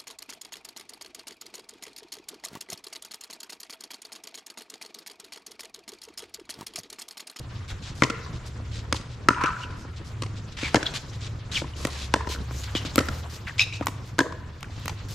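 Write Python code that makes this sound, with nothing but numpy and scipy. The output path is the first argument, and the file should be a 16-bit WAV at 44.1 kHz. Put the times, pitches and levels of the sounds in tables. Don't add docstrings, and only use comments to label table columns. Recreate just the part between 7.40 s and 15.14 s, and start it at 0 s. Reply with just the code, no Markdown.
import sys
import numpy as np
from scipy import signal
from scipy.fft import rfft, irfft, next_fast_len
from scipy.io import wavfile
from scipy.ndimage import uniform_filter1d

SR = 44100
rng = np.random.default_rng(int(sys.argv[2]) if len(sys.argv) > 2 else 0)


def boost_factor(decibels):
    exponent = np.asarray(decibels, float) / 20
    return 10 ** exponent


def transcribe(u):
    v = np.clip(np.atleast_2d(u).T, -1, 1)
    q = np.round(v * 32767).astype(np.int16)
    wavfile.write(sys.argv[1], SR, q)


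N = 341422
CONTACT_S = 0.0007

# (frequency [Hz], level [dB])
SOLE_COLOUR = [(300, 3), (1000, 12.5), (2000, 8), (4000, 6), (7500, -1), (9000, -22), (16000, -69)]
# (frequency [Hz], level [dB])
GRIT_COLOUR = [(6000, -1), (8500, -1), (12500, 1), (14000, 1.5), (16500, 4)]


def evened(x):
    return x / np.sqrt(np.mean(x ** 2) + 1e-20)


def peaked(x):
    return x / (abs(x).max() + 1e-12)


def read(points, hz):
    f, value = np.transpose(points)
    return np.interp(np.log(hz + 1), np.log(f + 1), value)


def add(mix, s, sound):
    part = mix[:, round(s * SR):][:, :sound.shape[1]]
    part += sound[:, :part.shape[1]]


def pair(length, same):
    left, other = rng.standard_normal((2, length))
    return np.array([left, same * left + np.sqrt(1 - same ** 2) * other])


def coloured(x, db):
    size = next_fast_len(x.shape[-1], True)
    hz = np.fft.rfftfreq(size, 1 / SR)
    return irfft(rfft(x, size) * boost_factor(db(hz)), size)[..., :x.shape[-1]]


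def toned(x, points):
    return evened(coloured(x, lambda f: read(points, f)))


def resonate(x, hz, width):
    turn = np.exp(2j * np.pi * np.cumsum(hz * np.ones(x.shape[-1])) / SR)
    r = np.exp(-np.pi * width / SR)
    return 2 * (turn * signal.lfilter([1 - r], [1, -r], x / turn)).real


def steep_resonance(x, hz, width):
    return resonate(resonate(x, hz, width), hz, 1.13 * width)


def rally():
    # (time [s], shell ring [dB], shell pitch [Hz], thump re ring [dB], crack re ring [dB])
    strikes = [
        (1.2, -46, 930, 16, -9.5),
        (0.621, -6, 2044, 0, -6),
        (1.8857, -0.5, 1260, -14, -4),
        (2.45, -36.5, 850, 3, -19),
        (4.218, -25.5, 904, 7.5, -18.5),
        (4.7385, -8.5, 936, -5, 3),
        (5.5793, -8.5, 1340, 4, -0.5),
        (6.7895, -6.5, 1550, -5, 0),
        (6.41, -21, 690, 4.5, -31),
        (6.783, -24.5, 1300, 2.5, 3),
    ]
    # (time [s], level [dB], stiffness [x usual bending pitch],
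    # thump re level [dB], crack re level [dB])
    clacks = [
        (3.229, -28, 0.98, 7, -17.5),
        (3.344, -8.5, 1.57, 3.5, 0),
        (4.948, -28, 1.1, -1.5, -22),
        (5.5887, -12.5, 1.1, -8.5, 4),
    ]
    # (time [s], level [dB], thump re level [dB], crack re level [dB])
    bounces = [(1.526, -10, -9.5, 1), (2.822, -24, 0.5, 6), (4.451, -18, 3.5, 4), (5.11, -25, -5.5, -13.5),
               (5.351, -18.5, 2, -17), (5.45, -30, 6, -2), (5.558, -19, -1, 1), (6.469, -10, -27.5, -5),
               (7.229, -20.5, -33.5, -2), (7.458, -25, -6, -3), (7.48, -18.5, -22, 0.5)]
    # (time [s], level [dB])
    ticks = [(1.526, -17.5), (4.4507, -9.5), (4.471, -15), (5.5582, -6.5), (5.5704, -29.5), (5.5774, -31),
             (5.657, -28), (5.6695, -27.5), (6.4593, -19), (6.4702, -18), (6.4808, -28), (6.7834, -40),
             (7.208, -28), (7.3981, -37), (7.4572, -17.5), (7.4819, -18), (7.71, -28)]
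    ball = np.zeros((2, N))
    for s, *row in strikes:
        add(ball, s + CONTACT_S, knock(*row, focus=0.55, push=direct(ground=0.14)))
    for s, db, stiff, *rest in clacks:
        add(ball, s + CONTACT_S, knock(db, 1460, *rest, focus=0.24, push=direct(ground=0.24), stiff=stiff))
    for s, db, *rest in bounces:
        add(ball, s, knock(db, 1150, *rest, focus=0.064, push=direct(ground=0.12)))
    for s, db in ticks:
        add(ball, s - 64 / SR, tick(db))
    return ball


def knock(ring_db, hz, thump_db, crack_db, focus, push, stiff=1):
    # (frequency [Hz], width [Hz], level [dB])
    shell_modes = [(1000, 77, -8), (1340, 200, -6), (1600, 550, -2), (2026, 280, -18)]
    # (frequency [Hz], width [Hz], level [dB])
    paddle_modes = [(139.7, 63, -6.5), (208.7, 126, -2), (273.6, 138, 3), (418, 168, -3.5),
                    (510.5, 154, -12)]
    # (frequency [Hz], level [dB])
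    crack_colour = [(2000, 25.5), (3500, 20), (6000, 17), (9000, 6.5), (12000, -58), (16000, -12.5)]

    near = 0
    for f, width, db in shell_modes:
        away_db = 5.0 * focus * abs(np.log2(f / hz))
        near = near + boost_factor(db - away_db) * peaked(steep_resonance(push, f, width))
    clear = 1.65 * peaked(steep_resonance(push, hz, 213)) + near
    dry_knock = peaked(steep_resonance(push, 1110, 1150))
    shell = focus * clear + (1 - focus) * dry_knock

    bend = push + 3.1 * push.mean(0)
    thump = sum(boost_factor(db) * peaked(steep_resonance(bend, f * stiff, width * stiff))
                for f, width, db in paddle_modes)
    thump = np.roll(thump, round(0.0012 * SR), axis=1)

    rattle = np.where(abs(push) > 0.4, 0, push)
    crack = coloured(push + 2.8 * rattle, lambda f: read(crack_colour, f) - 60 * (f < 1800))
    crack *= signal.windows.tukey(4096, .5)[2048:]
    return -boost_factor(ring_db) * (peaked(shell) + boost_factor(thump_db) * peaked(thump) + boost_factor(crack_db) * peaked(crack))


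def direct(ground):
    t = np.arange(2048) / SR
    push = 0.113 * pair(2048, 0.7) * np.exp(-t / 0.0026)
    push[:, 0] += 1
    ground_at = round(0.0036 * SR) + np.array([0, 3])
    push[[0, 1], ground_at] += ground
    return push


def tick(db):
    burst = coloured(np.roll(scattered(0.00073), 64, axis=1), lambda f: read(GRIT_COLOUR, f))
    return boost_factor(db) * peaked(burst * np.hanning(4096)[2048:])


def walls():
    # (time [s], level [dB], shell pitch [Hz], crack re level [dB])
    side_wall = [(0.634, -18, 1050, 7), (0.646, -23, 1100, -12.5), (2.861, -37.5, 788, 5.5),
                 (3.356, -15.5, 1060, 4.5), (3.366, -17.5, 1676, -6), (4.241, -31, 1022, -15),
                 (4.47, -29.5, 1350, 2), (4.758, -24, 950, -4), (5.605, -23, 1310, 1),
                 (6.481, -27.5, 1080, 3), (6.814, -27, 1645, -8), (3.537, -35, 2090, -5)]
    # (time [s], level [dB], shell pitch [Hz], crack re level [dB])
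    end_wall = [(0.699, -18.5, 1340, 0.5), (1.544, -26, 930, 1.5), (1.611, -41, 1284, 5),
                (1.905, -14, 1354, -20.5), (2.0365, -13, 1150, -4.5), (2.833, -27, 1170, -1),
                (3.428, -20, 1560, 0.5), (4.871, -21, 1030, -9), (5.685, -21.5, 1410, 1.5),
                (6.803, -12, 1645, -5), (6.922, -27, 1070, -7.5), (7.494, -26, 875, 1)]
    # (time [s], level [dB], shell pitch [Hz])
    houses = [
        (0.861, -30.5, 1080),
        (2.011, -17, 1050),
        (2.058, -17, 1340),
        (2.078, -19.5, 1280),
        (4.806, -28, 980),
        (6.424, -25, 1120),
        (7.243, -35, 1500),
    ]
    # (time [s], frequency [Hz], width [Hz], level [dB])
    pings = [(6.7905, 964, 220, -15), (6.7905, 598, 200, -18), (6.804, 1000, 250, -22),
             (6.811, 300, 200, -14), (4.7395, 1600, 400, -14), (4.7405, 520, 250, -14),
             (4.742, 1500, 500, -15), (4.739, 2800, 1200, -14), (1.8895, 2800, 600, -19),
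             (1.887, 250, 150, -13), (3.357, 1700, 300, -21), (3.378, 500, 250, -22),
             (5.581, 1330, 110, -20), (5.581, 1850, 250, -21), (5.59, 2400, 350, -20),
             (5.602, 450, 200, -19), (5.686, 1800, 400, -24), (5.366, 900, 500, -27),
             (7.208, 2300, 1200, -37), (7.229, 3100, 500, -31), (7.229, 1500, 400, -30),
             (7.243, 2450, 400, -37), (7.285, 2200, 800, -41), (7.298, 700, 400, -38),
             (7.459, 2200, 400, -34), (7.481, 2250, 350, -28), (7.495, 2300, 350, -32),
             (3.189, 1200, 800, -30), (0.622, 1150, 300, -11), (0.623, 1550, 400, -14),
             (0.636, 1900, 600, -17), (0.649, 2600, 800, -25), (1.888, 400, 250, -15),
             (4.764, 480, 250, -22), (4.874, 330, 200, -26), (4.898, 350, 200, -28)]
    # (time [s], frequency [Hz], width [Hz], level [dB])
    corners = [(1.932, 1400, 250, -25), (1.946, 2800, 500, -30), (1.983, 1430, 300, -21),
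               (1.975, 1000, 200, -25), (2.0375, 2400, 700, -18), (2.06, 2600, 700, -20),
               (2.071, 1350, 250, -17), (2.091, 1150, 300, -17), (2.125, 1350, 250, -27),
               (2.077, 1380, 200, -19), (2.04, 1050, 150, -18), (2.166, 1480, 200, -28),
               (3.429, 1600, 400, -26), (3.429, 3250, 600, -24), (3.429, 5300, 1500, -24),
               (4.807, 1050, 250, -25), (4.811, 1650, 400, -31), (4.847, 1300, 700, -30),
               (4.873, 1800, 400, -30), (4.92, 1000, 200, -34), (4.961, 1450, 350, -29),
               (6.832, 1680, 250, -27), (6.857, 1050, 250, -32), (6.867, 1050, 250, -30),
               (6.862, 450, 200, -28)]
    late = np.zeros((2, N))
    houses = [(*row, -11.5) for row in houses]
    # returns, thump re level [dB], smear [s]
    kinds = ((side_wall, 3.5, 0.0031), (end_wall, -3, 0.0026), (houses, -17.5, 0.0067))
    for rows, thump_db, smear in kinds:
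        for s, db, hz, crack_db in rows:
            push = scattered(smear, front=2.9)
            add(late, s + CONTACT_S, knock(db, hz, thump_db, crack_db, focus=0.81, push=push))
    add(late, *flutter())
    for s, *row in pings + corners:
        add(late, s, ping(*row))
    return late


def scattered(smear, front=0):
    push = pair(2048, 0.75) * np.exp(-np.arange(2048) / SR / smear)
    push[:, 0] += front
    return push


def flutter():
    # (time [s], level [dB])
    fading = [
        (1.901, -27),
        (1.906, -29),
        (1.946, -43),
        (2.046, -30),
        (2.144, -42.5),
        (2.588, -65.5),
        (2.6, -67.5),
    ]
    # (frequency [Hz], width [Hz], level [dB])
    ring_modes = [(1000, 83, 3.5), (1340, 170, 2.5), (1458, 270, -2), (2350, 520, -12)]
    s, db = np.transpose(fading)
    t = np.arange(s[0], s[-1], 1 / SR)
    clumps = boost_factor(3.3 * evened(uniform_filter1d(rng.standard_normal(len(t)), size=200)))
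    echoes = pair(len(t), 0.74) * clumps
    ring = sum(boost_factor(mode_db) * steep_resonance(echoes, f, width) for f, width, mode_db in ring_modes)
    loudness = boost_factor(np.interp(t, s, db) + 5.0)
    return s[0], loudness * evened(ring) * signal.windows.tukey(len(t), .1)


def ping(hz, width, db):
    push = np.zeros((2, 2048))
    push[[0, 1], [0, 2]] = 1, 0.95
    return boost_factor(db) * peaked(steep_resonance(push, hz, width))


def lingering():
    # (time [s], frequency [Hz], level [dB], time to fall 60 dB [s])
    tones = [(.66, 1038, -43, 0.99), (0.651, 1340, -44, 0.97), (3.461, 4050, -33, 0.15),
             (3.468, 3350, -36, 0.15), (6.235, 2620, -38, 0.4), (6.232, 3850, -38, 0.3),
             (6.24, 5200, -44, 0.4), (6.32, 2550, -38, 0.35), (.72, 2050, -45, .6), (.73, 1400, -45, .6),
             (.72, 1750, -47, .6), (.66, 450, -39, .7), (.74, 2600, -46, .4), (5.375, 2960, -38, .3),
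             (5.6, 1330, -38, .3), (5.6, 1900, -40, .5), (6.82, 330, -37, .6), (3.45, 1500, -40, .4),
             (4.75, 1750, -41, .5), (4.76, 450, -40, .8), (6.82, 620, -41, .6), (6.33, 2800, -42, .3),
             (6.25, 2350, -43, .4), (4.744, 985, -38, 0.6), (6.82, 1720, -46, 1.1), (6.8, 1000, -41.5, 1),
             (6.801, 476, -36, 0.55)]
    hanging = np.zeros((2, N))
    for s, *row in tones:
        add(hanging, s, linger(*row))
    return hanging


def linger(hz, db, t60):
    t = np.arange(round(.5 * SR)) / SR
    ring = evened(steep_resonance(pair(len(t), 0.78), hz, 0.13 * hz))
    return boost_factor(db - 60 * t / t60) * ring * np.clip(t / 0.0069, 0, 1)


def yard(x):
    # (frequency [Hz], time to fall 60 dB [s])
    dying = [(100, 0.048), (500, 0.89), (1000, 0.82), (1800, 0.84), (3000, 0.6), (8000, 0.36),
             (15000, 0.14)]
    # (frequency [Hz], level [dB])
    tail_colour = [(200, -1.5), (700, -1.5), (1000, -3), (1800, -3), (3000, -1.5), (12000, 9.5)]
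    taps = np.zeros((2, SR))
    slots = np.arange(560, SR - 40, 30)
    at = slots + rng.integers(0, 30, (2, len(slots)))
    np.put_along_axis(taps, at, rng.choice([-1., 1.], at.shape), 1)
    taps = taps + 0.4 * taps[::-1]
    hz, t, z = signal.stft(taps, SR, nperseg=256)
    fall_db = read(tail_colour, hz)[:, None] - 60 * t / read(dying, hz)[:, None]
    tail = signal.istft(z * boost_factor(fall_db), SR, nperseg=256)[1]
    return signal.fftconvolve(x, tail / np.linalg.norm(tail[0]), axes=1)[:, :N]


def footwork():
    # (time [s], level [dB], centre [Hz], grit re centre [dB], length [s])
    scuffs = [(0.279, -43, 3400, -12, 0.057), (0.3, -45, 1500, -30, 0.045), (0.09, -52, 1450, -30, 0.1),
              (0.45, -52, 1450, -30, 0.08), (5.69, -52, 5000, -1, 0.2), (1.555, -37, 4030, -15, 0.024),
              (3.168, -34.5, 2680, -23, 0.21), (3.458, -44, 3000, -30, 0.032),
              (3.538, -33, 3470, -14, 0.055), (3.808, -41.5, 3580, -35, 0.11),
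              (4.115, -32.5, 3940, -15.5, 0.14), (4.502, -40.5, 3780, -12, 0.27),
              (4.889, -35.5, 4200, -10, 0.091), (5.234, -36.5, 4160, -13, 0.013),
              (5.349, -32, 3400, -19, 0.05), (5.449, -35, 3500, -33, 0.033), (6.066, -41, 2300, -33, 0.042),
              (6.181, -28, 3660, -37.5, 0.049), (6.326, -41.5, 4550, -33.5, 0.065)]
    # (time [s], level [dB], length [s])
    steps = [(0.148, -56, 0.081), (0.421, -44, 0.14), (0.928, -49.5, 0.081), (1.313, -44, 0.15),
             (1.693, -52, 0.089), (2.186, -47.5, 0.089), (2.304, -51, 0.0183), (2.561, -48.5, 0.037),
             (2.957, -48, 0.0436), (3.117, -48, 0.0173), (3.731, -47, 0.041), (7.3, -50.5, 0.31),
             (7.611, -63, 0.089)]
    # (time [s], level [dB], length [s])
    dusty_steps = [
        (0.551, -50.5, 0.22),
        (1.056, -49, 0.039),
        (2.366, -56.5, 0.099),
        (2.645, -54, 0.079),
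        (4.365, -45.5, 0.16),
        (5.114, -48.5, 0.191),
        (5.897, -47, 0.12),
        (6.654, -55.5, 0.063),
        (7.685, -46, 0.1),
    ]
    # (time [s], length [s], level [dB], strongest partial from [Hz], to [Hz])
    squeaks = [
        (2.21, 0.052, -38, 2950, 2660),
        (3.222, 0.073, -31.5, 2330, 2257),
        (3.456, .022, -28, 3800, 3345),
        (4.138, .056, -25, 3840, 2280),
        (5.11, 0.17, -46, 6900, 6730),
    ]
    # (time [s], length [s], level [dB], from [Hz], to [Hz])
    squeals = [
        (6.2, 0.045, -22, 2600, 2510),
    ]
    # (time [s], length [s], level [dB], from [Hz], to [Hz])
    chirps = [
        (5.351, 0.06, -35, 3300, 2950),
        (6.069, 0.066, -36, 1955, 1600),
    ]
    # (peak at [share of length], start [dB], end [dB],
    # glide done at [share of length], overtones [dB], jitter [share of pitch])
    swelling = (.5, -16, -18.5, 0.8, -15, 0.07)
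    breaking = (.3, -5, -12, 0.6, -4, 0.025)
    chirping = (0.26, 2, -31, 0.8, -22, 0.26)
    # (time [s], frequency [Hz], width [Hz], level [dB])
    slips = [(6.194, 2390, 260, -7), (6.195, 3000, 400, -14), (6.196, 5400, 600, -15),
             (6.203, 2550, 350, -15), (6.206, 5100, 400, -18), (6.205, 3750, 300, -18),
             (6.213, 2720, 200, -17), (6.219, 3850, 350, -17), (6.224, 3650, 350, -19),
             (6.222, 6500, 400, -24), (3.466, 3350, 190, -18), (3.464, 4100, 300, -23),
             (3.458, 3800, 400, -26), (4.116, 3850, 90, -35), (4.159, 3050, 300, -21),
             (4.169, 2500, 400, -19), (4.176, 2300, 250, -21), (4.2, 2300, 200, -29),
             (4.336, 2950, 200, -37), (4.27, 2200, 1500, -35), (4.279, 1900, 1200, -35),
             (6.325, 2400, 250, -29), (5.351, 3250, 300, -21), (5.36, 3000, 200, -23),
             (5.373, 2950, 150, -26), (6.071, 1950, 250, -28), (6.079, 1600, 250, -30),
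             (6.095, 1900, 200, -32), (6.108, 1700, 200, -33), (3.245, 2300, 150, -27),
             (3.258, 2280, 200, -25), (3.28, 1650, 200, -32), (6.219, 5050, 350, -21),
             (6.335, 3900, 200, -33)]
    feet = np.zeros((2, N))
    for s, *row in scuffs:
        add(feet, s, scuff(*row))
    for rows, hz, grit_db in ((steps, 3840, -25), (dusty_steps, 5200, -4.5)):
        for s, db, length in rows:
            add(feet, s, scuff(db, hz, grit_db, length))
    for rows, kind in ((squeaks, swelling), (squeals, breaking), (chirps, chirping)):
        for s, *row in rows:
            add(feet, s, squeak(*row, kind))
    for s, *row in slips:
        add(feet, s, ping(*row))
    return feet


def scuff(db, hz, grit_db, length):
    t = np.arange(round((length + 0.09) * SR)) / SR
    landing = np.clip(t / 0.00066, 0, 1)
    swell = 0.6 + 0.43 * np.sin(np.pi * np.clip(t / length, 0, 1))
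    dying = np.exp(-np.maximum(t - 0.55 * length, 0) / 0.019)
    grain = boost_factor(1.86 * evened(uniform_filter1d(rng.standard_normal(len(t)), size=90)))
    noise = pair(len(t), 0.71) * grain
    body = coloured(noise, lambda f: -7.0 * abs(np.log2((f + 1) / hz)) + .5 * read(SOLE_COLOUR, f))
    grit = toned(noise, GRIT_COLOUR)
    return boost_factor(db) * landing * swell * dying * (evened(body) + boost_factor(grit_db) * grit)


def squeak(length, peak_db, from_hz, to_hz, kind):
    top, start_db, end_db, settled, over_db, uneven = kind
    t = np.arange(0, length, 1 / SR)
    db = peak_db + np.interp(t / length, [0, top, 1], [start_db, 0, end_db])
    hz = np.interp(t / length, [0, settled], [from_hz, to_hz])
    jitter = uneven * evened(uniform_filter1d(rng.standard_normal(len(t)), size=60))
    slip_phase = np.pi * np.cumsum(hz * (1 + jitter)) / SR
    grip = [.85 + .6 * evened(uniform_filter1d(pair(len(t), .75), size=110)) for k in range(4)]
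    main = grip[0] * np.cos(2 * slip_phase)
    over = sum(boost_factor(-3.0 * k ** 2) * grip[k + 1] * np.cos((3 + k) * slip_phase) for k in range(3))
    return boost_factor(db + 4.0) * (main + boost_factor(over_db) * over) * signal.windows.tukey(len(t), .1)


def shuffle():
    # (time [s], level [dB])
    busy = [(0.0, -55), (0.32, -54), (0.58, -52.5), (0.77, -49), (0.99, -53), (1.94, -57.5), (2.07, -47.5),
            (2.43, -56), (3.19, -53), (3.38, -41), (3.6, -48), (4.07, -56), (4.4, -47), (4.98, -49),
            (5.5, -42.5), (6.32, -52), (7.24, -58.5), (7.46, -49), (7.6, -51.5)]
    s, db = np.transpose(busy)
    rub = field(3.6)
    loudness = boost_factor(np.interp(np.arange(N) / SR, s, db))
    return loudness * (toned(rub, SOLE_COLOUR) + boost_factor(-14) * toned(rub, GRIT_COLOUR))


def field(patchy_db):
    # (frequency [Hz], likeness [0-1])
    likeness = [(60, 0.94), (180, 1), (550, 0.73), (1650, 0.49), (4970, 0.65), (15000, 0.28)]
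    frames, hz = N // 128 + 5, np.fft.rfftfreq(512, 1 / SR)
    a, b, c, d, patches = rng.standard_normal((frames, 257, 5), dtype=np.float32).T
    patches = uniform_filter1d(patches, size=30, axis=0)
    patches = evened(uniform_filter1d(patches, size=8, axis=1))
    same = read(likeness, hz)[:, None]
    left, other = a + 1j * b, c + 1j * d
    right = same * left + np.sqrt(1 - same ** 2) * other
    z = np.array([left, right]) * boost_factor(patchy_db * patches)
    return signal.istft(z, nperseg=512, noverlap=384)[1][:, :N]


def traffic():
    # (frequency [Hz], level [dB per Hz])
    air_colour = [(12, -43.5), (20, -9), (76, -2), (105, -10.5), (129, -4.5), (210, -14), (419, -20.5),
                  (835, -29.5), (1020, -26.5), (1290, -26.5), (5000, -44), (7340, -54), (9000, -53.5),
                  (11700, -75), (19800, -120)]
    # (frequency [Hz], level [dB])
    hum = [
        (80, -46),
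        (101, -46.5),
        (120, -45.5),
    ]
    # (time [s], length [s], level [dB], from [Hz], to [Hz])
    surges = [(0, 0.59, -39, 92.6, 94.6), (.95, 0.74, -34.5, 70.2, 73.6),
              (1.049, 0.64, -34.5, 106.5, 109.4), (2.15, 0.35, -38, 101.6, 102),
              (2.652, 0.57, -33.5, 102.1, 101.6), (3.553, 0.53, -31.5, 99.9, 102.4),
              (3.5, 0.81, -38, 125.4, 118.9), (3.898, 2.07, -33, 72, 64.4), (5.1, 0.55, -35, 101.2, 101.2),
              (5.9, 0.86, -34.5, 101.1, 100.2), (7.098, 0.75, -37.5, 100.1, 101.3),
              (5.398, 0.68, -35, 78.6, 79.1)]
    far = boost_factor(-40.5) * toned(field(2.32), air_colour)
    far = far + sum(drone(*row) for row in hum)
    for s, *row in surges:
        add(far, s, surge(*row))
    return far


def surge(length, db, from_hz, to_hz):
    u = np.arange(0, length, 1 / SR) / length
    turns = np.cumsum(from_hz + (to_hz - from_hz) * u) / SR + rng.random()
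    note = np.sin(np.pi * u) ** 1.06 * np.sin(2 * np.pi * turns)
    return boost_factor(db) * note * np.ones((2, 1))


def drone(hz, db):
    noise = rng.standard_normal(N)
    return boost_factor(db) * evened(coloured(noise, lambda f: -20 * np.log10(1 + ((f - hz) / 3.15) ** 2)))


def scene():
    ball, late, feet = rally(), walls(), footwork()
    to_yard = boost_factor(-13.5) * ball + boost_factor(-15.0) * late + boost_factor(-17.0) * feet
    court = ball + late + feet + yard(to_yard) + shuffle() + lingering()
    balance = boost_factor(np.array([[.5], [-.5]]))
    return court * balance + traffic()


def roll_off(x):
    return signal.sosfilt(signal.butter(12, 15900, fs=SR, output="sos"), x)


def record(dry):
    # (frequency [Hz], level [dB])
    dull_top = [(11000, 0.5), (13000, -6), (14000, -15), (17000, -43)]
    # (frequency [Hz], level [dB])
    open_top = [(14000, 0), (15500, -15), (16300, -20), (17000, -62)]
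    dull = coloured(dry, lambda f: read(dull_top, f))
    bright = coloured(dry, lambda f: read(open_top, f))
    heard = np.where(np.arange(N) < 4.86 * SR, dull, bright)
    return roll_off(np.clip(heard, -1, 1))


dry = scene()
out = record(dry)
transcribe(out)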